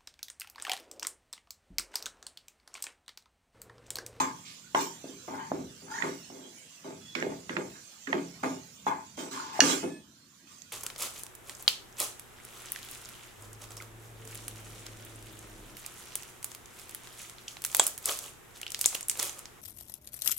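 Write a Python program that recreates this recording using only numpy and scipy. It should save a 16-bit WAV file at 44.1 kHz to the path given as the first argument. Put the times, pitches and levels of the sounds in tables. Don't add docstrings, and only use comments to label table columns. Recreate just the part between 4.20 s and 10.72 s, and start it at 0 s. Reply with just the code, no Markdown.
import sys
import numpy as np
from scipy import signal
from scipy.fft import rfft, irfft, next_fast_len
from scipy.io import wavfile
from scipy.ndimage import uniform_filter1d

SR = 44100
rng = np.random.default_rng(int(sys.argv[2]) if len(sys.argv) > 2 else 0)


def digitize_waveform(pressure):
    field = np.atleast_2d(pressure).T
    bounded = np.clip(field, -1, 1)
    quanta = np.round(bounded * 32767).astype(np.int16)
    wavfile.write(sys.argv[1], SR, quanta)


def linear_from_db(decibels):
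    return 10 ** (np.asarray(decibels, float) / 20)


N = 287532

# f/Hz, relative density/dB per Hz
SIZZLE_COLOUR = [(35, -55), (60, -36.5), (253, 2.5), (278, -40), (394, -23), (486, -15), (869, -27),
                 (932, -18.5), (2910, -23.5), (4420, -18.5), (15500, -33.5)]
# t/s, level/dB
RUMBLE_LEVEL = [(0.0, -49.5), (0.38, -66.5), (1.5, -51), (1.61, -63), (1.83, -57), (2.58, -73.5),
                (2.78, -53), (2.98, -66), (3.03, -47), (3.18, -57), (3.47, -53), (3.74, -83), (3.96, -50),
                (4.01, -55.5), (5.56, -65.5), (5.63, -54.5), (6.06, -72.5), (6.52, -64)]
# f/Hz, relative density/dB per Hz
RUMBLE_SPECTRUM = [(25, -32), (50, -24), (70, -23), (105, -13), (134, 0), (170, 6.5), (200, -12),
                   (300, -38), (15500, -94.5)]
# f/Hz, t60/s
KITCHEN_DECAY = [(150, 0.41), (2000, 0.21), (5000, 0.21), (14000, 0.34)]
# f/Hz, left-right correlation
LIKENESS = [(60, .95), (300, .93), (700, .2), (15000, 0)]
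# f/Hz, left minus right level/dB
MICROPHONE_LEAN = [(60, 1), (130, -2.5), (290, 0), (640, -1), (1410, -3), (3100, -2.5), (5500, -8.5),
                   (7000, -14.5), (9000, 4), (11000, -3.5), (12500, -8.5), (15000, -20.5)]
# f/Hz, relative level/dB, t60/s
POT_MODES = [(134.7, -9, 0.9), (170.6, -6.5, 0.58), (234, -6, 0.044), (285.8, 10.5, 0.041), (346, 7, 0.04),
             (386.7, 2.5, 0.21), (505.2, 0.5, 0.069), (658, 6.5, 0.039), (812, 5.5, 0.01), (880, -3, 0.26),
             (1069, 1, 0.032), (1600, -4, 0.15), (1740, 8.5, 0.033), (1994, -6, 0.07), (2520, 5, 0.57),
             (2860, 10.5, 0.068), (3340, 3.5, 0.17), (3800, -4.5, 0.0474), (4505, 8.5, 0.045),
             (5000, 4.5, 0.077), (5830, 7.5, 0.016), (6300, 1, 0.018), (7130, 11, 0.079), (7380, 13, 0.13)]
# start t/s, rise/s, fall/s, peak level/dB
RUSTLES = [(.252, 0.036, 0.11, -49), (5.112, .03, 0.47, -50)]
# t/s, peak level/dB, f/Hz, length/s
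SNAG_BURSTS = [(1.715, -39, 1414, 0.028), (1.737, -38, 1820, 0.022), (1.756, -36, 1840, 0.015),
               (1.785, -28.5, 1840, 0.008), (5.175, -32.5, 1104, 0.011), (5.199, -33, 1380, 0.0072),
               (5.219, -39.5, 1063, 0.014)]
# start t/s, end t/s, f/Hz, start level/dB, end level/dB
SQUEAK_TONES = [(2.79, 2.9, 3395, -70, -54), (2.86, 2.975, 3395, -56, -52), (2.96, 3.2, 3395, -64, -72),
                (1.712, 1.745, 4900, -51, -60), (1.735, 1.82, 6700, -56, -49), (5.57, 5.84, 2562, -53, -65),
                (5.64, 5.81, 1725, -58, -67), (5.58, 5.84, 8610, -58, -72)]
# t/s, peak level/dB, f/Hz, t60/s, left minus right level/dB
KNOCK_BLOWS = [(0.5466, -12, 930, 0.015, 2), (0.5477, -18, 2040, 0.011, -3),
               (0.551, -17.5, 1360, 0.0093, -5), (.841, -35.5, 524, 0.019, 3),
               (1.0825, -31.5, 730, 0.039, 3), (1.317, -14, 650, 0.0053, 2),
               (1.8221, -20, 1890, 0.028, -10), (2.101, -41, 700, 0.016, -2),
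               (2.951, -23, 2296, 0.033, -9.5), (2.951, -32, 5350, 0.023, -4),
               (3.0015, -32.5, 6500, 0.0074, -3), (3.025, -18.5, 1860, 0.013, -5),
               (3.066, -25.5, 376, 0.026, -4), (3.294, -23, 2000, 0.019, -5),
               (3.367, -16, 1930, 0.013, -9.5), (3.871, -31, 1830, 0.038, -11.5),
               (3.928, -14.5, 1860, 0.017, -5), (3.9307, -22, 800, 0.02, -3),
               (4.2359, -19.5, 1250, 0.0094, -0.5), (4.666, -14.5, 900, 0.027, 1),
               (4.976, -36.5, 600, 0.052, -2), (5.392, -14.5, 720, 0.022, 3), (5.638, -30, 348, 0.082, 1),
               (6.419, -46.5, 6600, 0.011, -28)]
# t/s, level/dB
GRIT_AT_REST = [(0, -54.5), (.5, -56.5), (.85, -53.5), (1.3, -56), (2.5, -56), (2.9, -57), (3.502, -54.5),
                (4.2, -56), (4.902, -59), (5.7, -73.5), (6.52, -59.5)]
# start t/s, rise/s, fall/s, peak level/dB
GRIT_BURSTS = [(0, 0.0022, 0.18, -33.5), (0.547, 0.065, 0.25, -37), (1.704, 0.18, 0.49, -50.5),
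               (2.95, 0.0046, 0.34, -58), (4.23, 0.0024, 0.52, -49.5), (4.662, 0.02, 0.13, -46.5),
               (4.971, 0.021, 0.37, -43), (5.11, 0.0048, 1., -47), (5.33, 0.063, .03, -47),
               (5.403, 0.11, 0.34, -28.5), (6.269, 0.053, 0.32, -59)]
# f/Hz, relative density/dB per Hz
RASP_COLOUR = [(1180, -8), (2000, -6), (3490, -3), (4670, -6), (6200, -1.5), (9930, -8.5), (10900, -21),
               (12300, -23.5), (15500, -12.5)]
# start t/s, rise/s, fall/s, chatter level/dB, lower mode from f/Hz, to f/Hz,
# upper mode from f/Hz, to f/Hz, upper mode against the lower level/dB
BLADE_SLIDES = [(0.218, 0.052, 0.15, -65.5, 1200, 1280, 2270, 2300, 5),
                (1.099, 0.043, 0.22, -40, 920, 960, 1280, 2000, -4.5),
                (1.661, 0.14, 0.18, -41, 834, 1130, 1300, 2100, -0.5),
                (3.48, 0.096, 0.088, -75.5, 860, 880, 1550, 1530, 18),
                (5.105, 0.023, 0.47, -41, 1110, 890, 1400, 1350, -3.5),
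                (5.33, 0.038, 0.074, -42, 875, 900, 1650, 1685, -4),
                (6.272, 0.058, 0.091, -62.5, 1050, 1090, 1930, 1960, -12)]
# t/s, hold/s, push on the bottom level/dB, chatter level/dB, lower mode f/Hz
BLADE_LANDINGS = [(0, 0.037, -34.5, -24.5, 1032), (0.552, 0.033, -31, -23.5, 976),
                  (0.837, 0.054, -41, -54, 620), (1.0763, 0.058, -42.5, -44, 774),
                  (1.308, 0.094, -36.5, -45, 685), (1.617, 0.014, -46.5, -60, 800),
                  (1.827, 0.048, -31.5, -36, 1150), (2.096, 0.18, -49.5, -57, 780),
                  (2.643, 0.081, -42, -47.5, 730), (2.953, 0.061, -33.5, -36, 1700),
                  (3.021, 0.11, -39, -42, 690), (3.294, 0.068, -36.5, -40.5, 1550),
                  (3.365, 0.0069, -26.5, -31, 880), (3.872, 0.086, -37.5, -43, 1470),
                  (3.933, 0.025, -28, -33.5, 880), (4.229, 0.051, -29, -32, 880),
                  (4.666, 0.052, -37, -25.5, 967), (4.973, 0.1, -41, -44.5, 1010),
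                  (5.411, 0.12, -29.5, -30.5, 1330), (5.627, 0.033, -30.5, -39, 637)]


def evened(x):
    return x / np.sqrt(np.mean(x ** 2) + 1e-20)


def read(points, hz):
    f, value = np.transpose(points)
    return np.interp(np.log(hz + 1), np.log(f + 1), value)


def likeness(hz):
    return np.clip(read(LIKENESS, hz), -1, 1)


def add(mix, s, sound):
    part = mix[round(s * SR):][:len(sound)]
    part += sound[:len(part)]


def swell(rise, fall, start_db, end_db):
    t = np.arange(0, rise + fall, 1 / SR)
    return np.interp(t, [0, rise, rise + fall], [start_db, 0, end_db])


def resonate(x, hz, width):
    turn = np.exp(2j * np.pi * np.cumsum(hz * np.ones(x.shape[-1])) / SR)
    r = np.exp(-np.pi * width / SR)
    return 2 * (turn * signal.lfilter([1 - r], [1, -r], x / turn)).real


def hiss(spectrum, uneven_db):
    frames, hz = N // 128 + 5, np.fft.rfftfreq(512, 1 / SR)
    a, b, c, d, uneven = rng.standard_normal((frames, 257, 5)).T
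    uneven = uniform_filter1d(uneven, size=2, axis=0)
    uneven = evened(uniform_filter1d(uneven, size=22, axis=1))
    same, left = likeness(hz)[:, None], a + 1j * b
    right = same * left + np.sqrt(1 - same ** 2) * (c + 1j * d)
    z = np.array([left, right]) * linear_from_db(read(spectrum, hz)[:, None] + uneven_db * uneven)
    return evened(signal.istft(z, nperseg=512, noverlap=384)[1][:, :N])


def slips(per_s, spread_db):
    size = linear_from_db(spread_db * np.minimum(rng.exponential(1, N), 4)) * rng.choice([-1., 1.], N)
    return evened(size * (rng.random(N) < per_s / SR))


def pot(low_hz, high_hz):
    t, out = np.arange(SR // 2) / SR, np.zeros((2, SR // 2))
    for (hz, db, t60), chance in zip(POT_MODES, rng.uniform(-0.81, 1, len(POT_MODES))):
        apart = np.arccos(likeness(hz)) * chance * np.array([[1], [-1]])
        ring = linear_from_db(db - 60 * t / t60) / np.sqrt(t60) * np.sin(2 * np.pi * hz * t + apart)
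        out += (low_hz <= hz < high_hz) * ring * np.minimum(t * hz, 1)
    return out / np.linalg.norm(out[0])


def ringing(force, body):
    return signal.oaconvolve(force[None], body, axes=1)[:, :N]


def sizzle():
    return linear_from_db(-61.5) * hiss(SIZZLE_COLOUR, uneven_db=5.0)


def kitchen(x):
    taps = np.zeros((2, SR))
    at = np.arange(200, SR - 20, 20) + rng.integers(0, 20, (2, (SR - 201) // 20))
    np.put_along_axis(taps, at, rng.choice([-1., 1.], at.shape), 1)
    hz, t, z = signal.stft(taps, SR, nperseg=256)
    same = likeness(hz)[:, None]
    z[1] = same * z[0] + np.sqrt(1 - same ** 2) * z[1]
    decay = linear_from_db(-60 * t / read(KITCHEN_DECAY, hz)[:, None])
    tail = signal.istft(z * decay, SR, nperseg=256)[1]
    return ringing(x.mean(0), tail / np.linalg.norm(tail[0]))


def rumble():
    level = linear_from_db(np.interp(np.arange(N) / SR, *np.transpose(RUMBLE_LEVEL)))
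    return level * hiss(RUMBLE_SPECTRUM, uneven_db=2.)


def rustle():
    level = np.zeros(N)
    for s, rise, fall, db in RUSTLES:
        add(level, s, linear_from_db(db + swell(rise, fall, start_db=-3, end_db=-10.5)))
    band = signal.butter(3, [2380, 5800.], "band", fs=SR, output="sos")
    grains = [slips(per_s=3000, spread_db=3.), slips(per_s=3600, spread_db=3.)]
    return level * evened(signal.sosfilt(band, grains))


def snags():
    out = np.zeros(N)
    for s, db, hz, length in SNAG_BURSTS:
        t = np.arange(0, length, 1 / SR)
        shape = np.sin(np.pi * (t / length) ** 0.49) ** 2
        add(out, s, linear_from_db(db) * shape * np.sin(2 * np.pi * hz * t))
    return out


def squeak():
    out = np.zeros(N)
    for s, end, hz, first_db, last_db in SQUEAK_TONES:
        t = np.arange(0, end - s, 1 / SR)
        drift = evened(uniform_filter1d(rng.standard_normal(SR), size=700))[:len(t)]
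        waver = 1 + 0.33 * drift
        level = linear_from_db(first_db + (last_db - first_db) * t / t[-1]) * signal.windows.tukey(len(t), .5)
        add(out, s, np.sqrt(2) * level * waver * np.sin(2 * np.pi * hz * t))
    return out


def slam():
    ring = pot(low_hz=1200, high_hz=6900)
    out, t = np.zeros((N, 2)), np.arange(ring.shape[1]) / SR
    damped = ring * linear_from_db(18 - 60 * t / 0.034)
    add(out, 5.4047, damped.T)
    return out.T


def knocks():
    crack_width = 0.87
    dry, blows, t = np.zeros((2, N)), np.zeros(N), np.arange(4000) / SR
    for s, db, hz, t60, pan_db in KNOCK_BLOWS:
        attack = np.sin(np.pi / 2 * np.minimum(t / 0.00066, 1)) ** 2
        fall = linear_from_db(-60 * t / t60) * attack
        crack = resonate(rng.standard_normal(len(t)), hz, crack_width * hz)
        crack = evened(resonate(crack, hz, crack_width * hz))
        knock = fall * (np.sin(2 * np.pi * hz * t) + crack_width * crack)
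        treble_edge = min(1.42 * hz, SR / 3)
        knock = signal.sosfilt(signal.butter(2, treble_edge, fs=SR, output="sos"), knock)
        knock = linear_from_db(db) * knock / abs(knock).max()
        add(dry[0], s + 0.00022, linear_from_db(pan_db / 2) * knock)
        add(dry[1], s, linear_from_db(-pan_db / 2) * knock)
        add(blows, s, knock)
    return dry + linear_from_db(-27.5) * ringing(blows, pot(low_hz=0, high_hz=SR))


def grit():
    level = linear_from_db(np.interp(np.arange(N) / SR, *np.transpose(GRIT_AT_REST)))
    for s, rise, fall, db in GRIT_BURSTS:
        add(level, s, linear_from_db(db + swell(rise, fall, start_db=-7.5, end_db=-59)))
    return level


def slide(s, rise, fall, chatter_db, from_hz, to_hz, upper_from_hz, upper_to_hz, upper_db):
    t = np.arange(0, rise + fall, 1 / SR)
    arch = np.interp(t, [0, rise, rise + fall], [1, 0, 1]) ** 2
    chatter = linear_from_db(chatter_db + arch * np.where(t < rise, -18, -29.5))
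    push = linear_from_db(-13.5) * chatter
    hz = np.linspace([from_hz, upper_from_hz], [to_hz, upper_to_hz], len(t)).T
    width_hz = 263
    return s, push, chatter, hz, upper_db, width_hz


def landing(s, hold, push_db, chatter_db, hz):
    t = np.arange(0, hold + .35, 1 / SR)
    held, lifted = np.minimum(t / hold, 1), np.maximum(t - hold, 0)
    start = np.minimum(t / 0.0036, 1)
    push = start * linear_from_db(push_db - 6.5 * held - 210. * lifted)
    chatter = start * linear_from_db(chatter_db - 6 * held - 190. * lifted)
    loaded = push_db > chatter_db
    width_hz = 1100 if loaded else 310
    sag = np.exp(-0.37 * t * loaded)
    modes = np.outer([hz, 1.58 * hz], sag)
    return s, push, chatter, modes, -8.5, width_hz


def strokes():
    t, push, wood, struck, rasp = np.arange(N) / SR, np.zeros(N), np.zeros(N), np.zeros(N), grit()
    dense, coarse = slips(per_s=2000, spread_db=3.5), slips(per_s=1500, spread_db=3.5)
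    moves = [(landing(*row), dense, 1) for row in BLADE_LANDINGS]
    moves += [(slide(*row), coarse, .7) for row in BLADE_SLIDES]
    for (s, force, chatter, modes, upper_db, width), friction, wall_share in moves:
        part = friction[round(s * SR):][:len(force)]
        hz, upper_hz = modes[:, :len(part)]
        lower = resonate(resonate(part, hz, width), hz, width)
        lower = evened(resonate(lower, hz, 2.25 * width))
        upper = resonate(part, upper_hz, 1.4 * width)
        upper = evened(resonate(upper, upper_hz, 2.5 * width))
        blade = chatter[:len(part)] * (lower + linear_from_db(upper_db) * upper)
        add(wood, s, blade)
        add(struck, s, wall_share * blade)
        add(push, s, force)
    bottom = ringing(push * slips(per_s=980, spread_db=1.0), pot(low_hz=0, high_hz=600))
    hollow = rng.standard_normal((2, 2000)) * linear_from_db(-20.0 - 60 * t[:2000] / 0.039)
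    hollow[[0, 1], [17, 0]] = 1
    chatter = ringing(wood, hollow / np.linalg.norm(hollow[0]))
    wall = linear_from_db(-17.0) * ringing(struck, pot(low_hz=600, high_hz=2000))
    scratches = rasp * slips(per_s=4000, spread_db=2.5)
    rings = linear_from_db(-9.5) * ringing(scratches, pot(low_hz=2000, high_hz=SR))
    return bottom + chatter + wall + rings + linear_from_db(0.7) * rasp * hiss(RASP_COLOUR, uneven_db=5.5)


def scene():
    near = strokes() + knocks() + slam() + squeak() + snags() + rustle()
    near = signal.sosfilt(signal.butter(3, 145., "high", fs=SR, output="sos"), near)
    return near + linear_from_db(-5.0) * kitchen(near) + sizzle() + rumble()


def top_cut(x):
    return signal.sosfilt(signal.butter(12, 15660, fs=SR, output="sos"), x)


def record(dry):
    size = next_fast_len(N)
    lean_db = read(MICROPHONE_LEAN, np.fft.rfftfreq(size, 1 / SR)) * np.array([[.5], [-.5]])
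    x = irfft(rfft(dry, size) * linear_from_db(lean_db), size)[:, :N]
    x = signal.sosfilt(signal.butter(3, 60., "high", fs=SR, output="sos"), x)
    x = signal.sosfilt(signal.cheby2(12, 60, 16000, fs=SR, output="sos"), x)
    mix = np.clip(x, -1, 1)
    return top_cut(mix)


dry = scene()
out = record(dry)
digitize_waveform(out)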